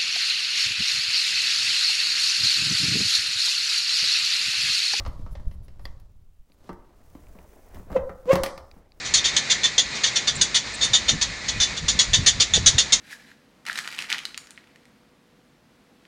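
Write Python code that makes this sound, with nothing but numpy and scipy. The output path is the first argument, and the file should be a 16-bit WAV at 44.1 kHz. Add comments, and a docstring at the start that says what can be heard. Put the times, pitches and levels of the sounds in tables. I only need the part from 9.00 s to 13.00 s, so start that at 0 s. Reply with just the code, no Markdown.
"""Windmilling jet engine fan

The fan of a parked jet engine turns in the breeze. Each loose blade, passing over the top, tips in its
root slot and chatters to rest. The impacts excite the modes of blade, disc and inlet: about seven
metallic clacks a second, with two thin squeaks from the roots. Distant engines drone behind the fan,
and wind buffets the microphone more and more."""
import sys
import numpy as np
from scipy import signal
from scipy.fft import rfft, irfft
from scipy.io import wavfile

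SR = 44100
rng = np.random.default_rng(int(sys.argv[2]) if len(sys.argv) > 2 else 0)


def output_pcm(signal):
    """Save a mono or channel-first signal as 16-bit PCM at the path in sys.argv[1].

    Samples are clipped to [-1, 1] before scaling.
    """
    pcm = np.clip(np.atleast_2d(signal).T, -1, 1) * 32767
    wavfile.write(sys.argv[1], SR, np.round(pcm).astype(np.int16))


N = 176400
TIME = np.arange(N) / SR
FREQ_HZ = np.fft.rfftfreq(N, 1 / SR)


def amp(db):
    """Amplitude ratio of a level in decibels."""
    return 10 ** (np.asarray(db) / 20)


def unit_rms(x):
    """Normalisation to an rms of one."""
    return x / np.sqrt(np.mean(x ** 2) + 1e-20)


def unit_energy(x):
    """Normalisation to an energy of one."""
    return x / (np.linalg.norm(x) + 1e-12)


def envelope(points):
    """Amplitude envelope interpolated between (time_s, level_db) points."""
    return amp(np.interp(TIME, *np.transpose(points)))


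def spectrum_db(points, hz):
    """Spectral envelope: (frequency_hz, level_db) points interpolated in log frequency."""
    point_hz, db = np.transpose(points)
    return np.interp(np.log(hz + 1), np.log(point_hz), db)


def add(mix, start_s, sound):
    """Superposition of a sound on the mix."""
    part = mix[max(round(start_s * SR), 0):][:len(sound)]
    part += sound[:len(part)]


def noise(gain):
    """Spectral shaping of white noise by a gain at each of FREQ_HZ, to an rms of one."""
    return unit_rms(irfft(rfft(rng.standard_normal(N)) * gain, N))


def narrowband(hz, width_hz):
    """Noise confined to one resonance, heard as a wavering tone."""
    offset = (FREQ_HZ - hz) / width_hz
    return noise(1 / (1 + 2 * offset ** 2))


def drift(rate_hz):
    """Slow random modulation: low-pass noise."""
    return noise(np.exp(-(FREQ_HZ / rate_hz) ** 2))


def colour(x, gain_db, size=4096):
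    """Minimum-phase filtering by gain_db, a function of frequency."""
    log_gain = np.log(amp(gain_db(abs(np.fft.fftfreq(size, 1 / SR)))))
    response = np.exp(np.conj(signal.hilbert(log_gain)))
    taps = np.fft.ifft(response).real[:size // 2]
    return signal.fftconvolve(x, taps)[:len(x)]


def fan(main_t60_s=0.086, pivot_hz=3600, size=12000):
    """Impact excitation: each clack is a contact force convolved with the metal's impulse response."""
    # Tips and rebounds of the blades; main_db is the main mode relative to the rest of the ring.
    # start_s, level_db, chatter_s, pitch_hz, main_db, tilt_db_per_octave
    clacks = [(0.05, -30, 0.035, 3700, -7, 0.5), (.139, -13.5, 0.02, 3720, -31, 2),
              (.171, -20.5, .02, 3650, -4, 0.5), (0.243, -17.5, 0.046, 3610, -4, -1),
              (0.365, -16, 0.015, 3460, -8, 0.5), (.499, -15.5, 0.03, 3550, -10, -1.5),
              (0.634, -15.5, 0.042, 3520, -2.5, -3), (0.78, -13, 0.022, 3505, -5, 0),
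              (0.952, -31.5, 0.018, 3650, -8, -0.5), (1.036, -16.5, 0.014, 3616, -19, -1.5),
              (1.062, -22.5, 0.026, 3690, -7, -2.5), (1.158, -18, 0.015, 3580, -10, -0.5),
              (1.273, -17, 0.025, 3660, -5.5, -1.5), (1.412, -14, 0.009, 3580, -14.5, 3),
              (1.545, -15.5, 0.03, 3555, -6, -0.5), (1.811, -18.5, 0.058, 3630, 0.5, -1),
              (1.840, -22.5, 0.011, 3590, -2, 10), (1.934, -12.5, 0.031, 3660, -2.5, 1),
              (2.083, -15, 0.024, 3640, -1, -1), (2.213, -18, 0.023, 3710, -28, 0.5),
              (2.483, -22, 0.018, 3550, -19, -1.5), (2.601, -17, 0.049, 3520, -6, -1),
              (2.767, -27.5, 0.024, 3535, -7.5, -2.5), (2.882, -16.5, 0.028, 3590, -17, 0.5),
              (2.99, -13, 0.023, 3490, -11.5, 0.5), (3.133, -13, 0.032, 3633, -8, -0.5),
              (3.262, -11.5, 0.03, 3620, -16, 0.5), (3.400, -13.5, 0.027, 3570, -15, -1),
              (3.537, -13.5, 0.036, 3530, -3.5, -0.5), (3.661, -9, 0.027, 3430, -24, 2),
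              (3.782, -13, .025, 3624, -5.5, 1.5), (3.923, -11.5, 0.015, 3650, -10, 2)]
    out, t = np.zeros(N), np.arange(size) / SR
    for start_s, level_db, chatter_s, pitch_hz, main_db, tilt in clacks:
        force = chatter(t, chatter_s)
        main_mode = amp(-60 * t / main_t60_s) * np.sin(2 * np.pi * pitch_hz * t)
        main = signal.fftconvolve(force, main_mode)[:size]
        rest = signal.fftconvolve(force, metal_ring(t))[:size]
        rest = colour(rest, lambda hz: tilt * np.log2(np.maximum(hz / pivot_hz, .5)))
        clack = unit_rms(rest) + amp(main_db) * unit_rms(main)
        onset_rms = clack[:1100].std()  # first 25 ms
        add(out, start_s, amp(level_db) * clack / onset_rms)
    return out


def chatter(t, length_s, median_gap_s=0.001, fade_db=-13.5, spread_db=3):
    """Inelastic rebound: the root strikes its slot, then bounces unevenly with weakening impulses."""
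    gap, side, strength = rng.standard_normal((3, 200))
    times = median_gap_s * np.cumsum(np.exp(.7 * gap))
    impulses = np.sign(side) * amp(spread_db * strength + fade_db * (times / length_s) ** 3)
    force = np.bincount((times * SR).astype(int), impulses, len(t))[:len(t)]
    force[0] = 1.43  # firm first contact
    return force


def metal_ring(t, blade_t60_s=0.12, disc_t60_s=.1, tail_t60_s=0.23, blade_db=-11):
    """Modal superposition: distinct blade modes sound over the dense modes of disc and inlet."""
    # Modes common to the blades: frequency_hz, relative_db
    blade_modes = [(1840, -19), (2985, -11), (3272, -4), (4140, -8), (4381, -6), (4620, -9), (5165, -9),
                   (5839, -1), (6236, -4), (6430, -9), (6923, -4), (7970, -18), (9000, -25)]
    # Spectral envelope of disc and inlet: frequency_hz, relative_db
    disc_spectrum = [(200, -26), (550, -15.5), (1000, -15), (1650, -9.5), (1850, -1.5), (2500, -9),
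                     (3050, 1), (3500, 8), (3900, 2), (4600, 3.5), (5100, -1.5), (6100, 4), (7050, 4),
                     (7500, -12), (8000, -11.5), (8500, -17), (9100, -12), (9600, -24.5), (10500, -47.5)]
    scatter, spread_db = 0.0061, 3.5  # variation from clack to clack
    modes = 0
    for hz, db in blade_modes:
        detune, strength, phase = rng.standard_normal(3)
        mode_hz = hz * (1 + scatter * detune)
        modes += amp(db + spread_db * strength) * np.sin(2 * np.pi * (mode_hz * t + phase))
    blade = unit_energy(modes * amp(-60 * t / blade_t60_s))
    # Overlapping modes behave as decaying noise.
    early, late = rng.standard_normal((2, len(t)))
    disc = unit_energy(early * amp(-60 * t / disc_t60_s))
    tail = amp(-10) * unit_energy(late * amp(-60 * t / tail_t60_s))
    tick = amp(-18) * (t == 0)
    dense = colour(disc + tail + tick, lambda hz: spectrum_db(disc_spectrum, hz))
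    return amp(blade_db) * blade + unit_energy(dense)


def root_squeaks(length_s=0.033, width_hz=270):
    """Friction at the blade roots briefly excites high, narrow resonances."""
    # Rubs between the clacks: start_s, level_db, pitch_hz
    rubs = [(1.346, -32, 7200), (1.732, -35, 7600)]
    # Resonances of a rub: pitch_ratio, relative_db
    modes = [(1, -1), (1.12, -8), (1.24, -15)]
    out, swell = np.zeros(N), np.hanning(int(length_s * SR))
    for start_s, level_db, pitch_hz in rubs:
        tone = unit_rms(sum(amp(db) * narrowband(pitch_hz * ratio, width_hz) for ratio, db in modes))
        add(out, start_s, amp(level_db) * swell * tone[:len(swell)])
    return out


def distant_engines(waver_db=1.28, waver_hz=9):
    """Propagation through moving air modulates the amplitude of a broadband roar and narrowband whines."""
    # Spectral density of the roar: frequency_hz, relative_db
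    roar_spectrum = [(50, -33), (120, -1.5), (320, -8.5), (480, -8), (720, -9.5), (1180, -7.5),
                     (1350, -8.5), (1620, -6.5), (1760, -2), (2000, -2.5), (2450, -3.5), (2600, -5.5),
                     (2900, -9.5), (3400, -9), (3700, -2.5), (4300, -3.5), (5300, -9.5), (7200, -10.5),
                     (8000, -22.5), (9000, -23.5), (10100, -57.5), (11000, -72)]
    # Envelope of the roar: time_s, level_db
    roar_levels = [(0, -32.5), (1, -32), (1.7, -33), (2.5, -35), (3.2, -33.5), (4, -35)]
    # Engine whines: frequency_hz, width_hz, relative_db
    whine_bands = [(1762, 12, -49), (1950, 45, -48), (2120, 10, -48), (2255, 35, -50), (2469, 12, -49),
                   (4240, 50, -53)]
    # Envelope common to the whines: time_s, gain_db
    whine_gains = [(0, 1.5), (1.1, 3.5), (1.8, -5), (2.5, 1.5), (3.2, -4), (4, -5)]
    whine = envelope(whine_gains) * sum(amp(db) * narrowband(hz, width) for hz, width, db in whine_bands)
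    roar = envelope(roar_levels) * noise(amp(spectrum_db(roar_spectrum, FREQ_HZ)))
    return (roar + whine) * amp(waver_db * drift(waver_hz))


def breeze(lump_db=2, lump_hz=25):
    """Turbulent pressure fluctuations at the microphone make a lumpy, low rumble."""
    # Spectral density of the turbulence: frequency_hz, relative_db
    wind_spectrum = [(20, -28), (55, 3.5), (125, -13.5), (200, -7.5), (300, -19.5), (600, -19.5),
                     (1500, -45.5)]
    # Envelope of the rumble: time_s, level_db
    wind_levels = [(0, -45), (1, -53.5), (2, -42.5), (3, -40), (3.5, -46.5), (4, -40.5)]
    rumble = noise(amp(spectrum_db(wind_spectrum, FREQ_HZ)))
    lumps = amp(lump_db * drift(lump_hz))
    return envelope(wind_levels) * unit_rms(rumble * lumps)


def gusts(low_cut_hz=35, rolloff_order=3.33, size=16384):
    """Each eddy at the microphone is a low pressure pulse; faster eddies reach higher frequencies."""
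    # Eddies under Gaussian envelopes: centre_s, level_db, half_width_s, upper_edge_hz
    eddies = [(0.149, -41, 0.048, 140), (1.382, -36, 0.046, 174), (1.916, -32, 0.01, 170),
              (2.144, -28, 0.021, 206), (2.304, -36, .02, 130), (2.585, -32, 0.032, 171),
              (2.845, -30, 0.021, 120), (2.958, -33, .018, 140), (3.118, -29, 0.029, 102),
              (3.204, -22.5, 0.02, 154), (3.284, -38, 0.089, 129), (3.38, -32.5, .025, 161),
              (3.577, -23, 0.0044, 550), (3.608, -28, 0.054, 150), (3.672, -29.5, 0.027, 132),
              (3.754, -25.5, 0.016, 170)]
    out = np.zeros(N)
    t = (np.arange(size) - size / 2) / SR
    hz = np.fft.rfftfreq(size, 1 / SR)
    for centre_s, level_db, half_width_s, edge_hz in eddies:
        band = hz / np.hypot(hz, low_cut_hz) / np.hypot(1, (hz / edge_hz) ** rolloff_order)
        buffet = irfft(rfft(rng.standard_normal(size)) * band)
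        swell = np.exp(-.5 * (t / half_width_s) ** 2)
        thump = unit_energy(swell * buffet) * np.linalg.norm(swell)
        out += amp(level_db) * np.interp(TIME, centre_s + t, thump)
    return out


def scene():
    """Superposition of fan, distant engines and wind at one microphone."""
    return (fan() + root_squeaks() + distant_engines() + breeze() + gusts())[None]


def record(dry):
    """Soft saturation rounds the highest peaks; a low-pass filter then limits the bandwidth."""
    ceiling, cutoff_hz = .9, 10240
    rounded = dry / (1 + (dry / ceiling) ** 8) ** (1 / 8)
    low_pass = signal.firwin(301, cutoff_hz, window=("kaiser", 9), fs=SR)
    return signal.oaconvolve(rounded, low_pass[None], "same")


dry = scene()
out = record(dry)
output_pcm(out)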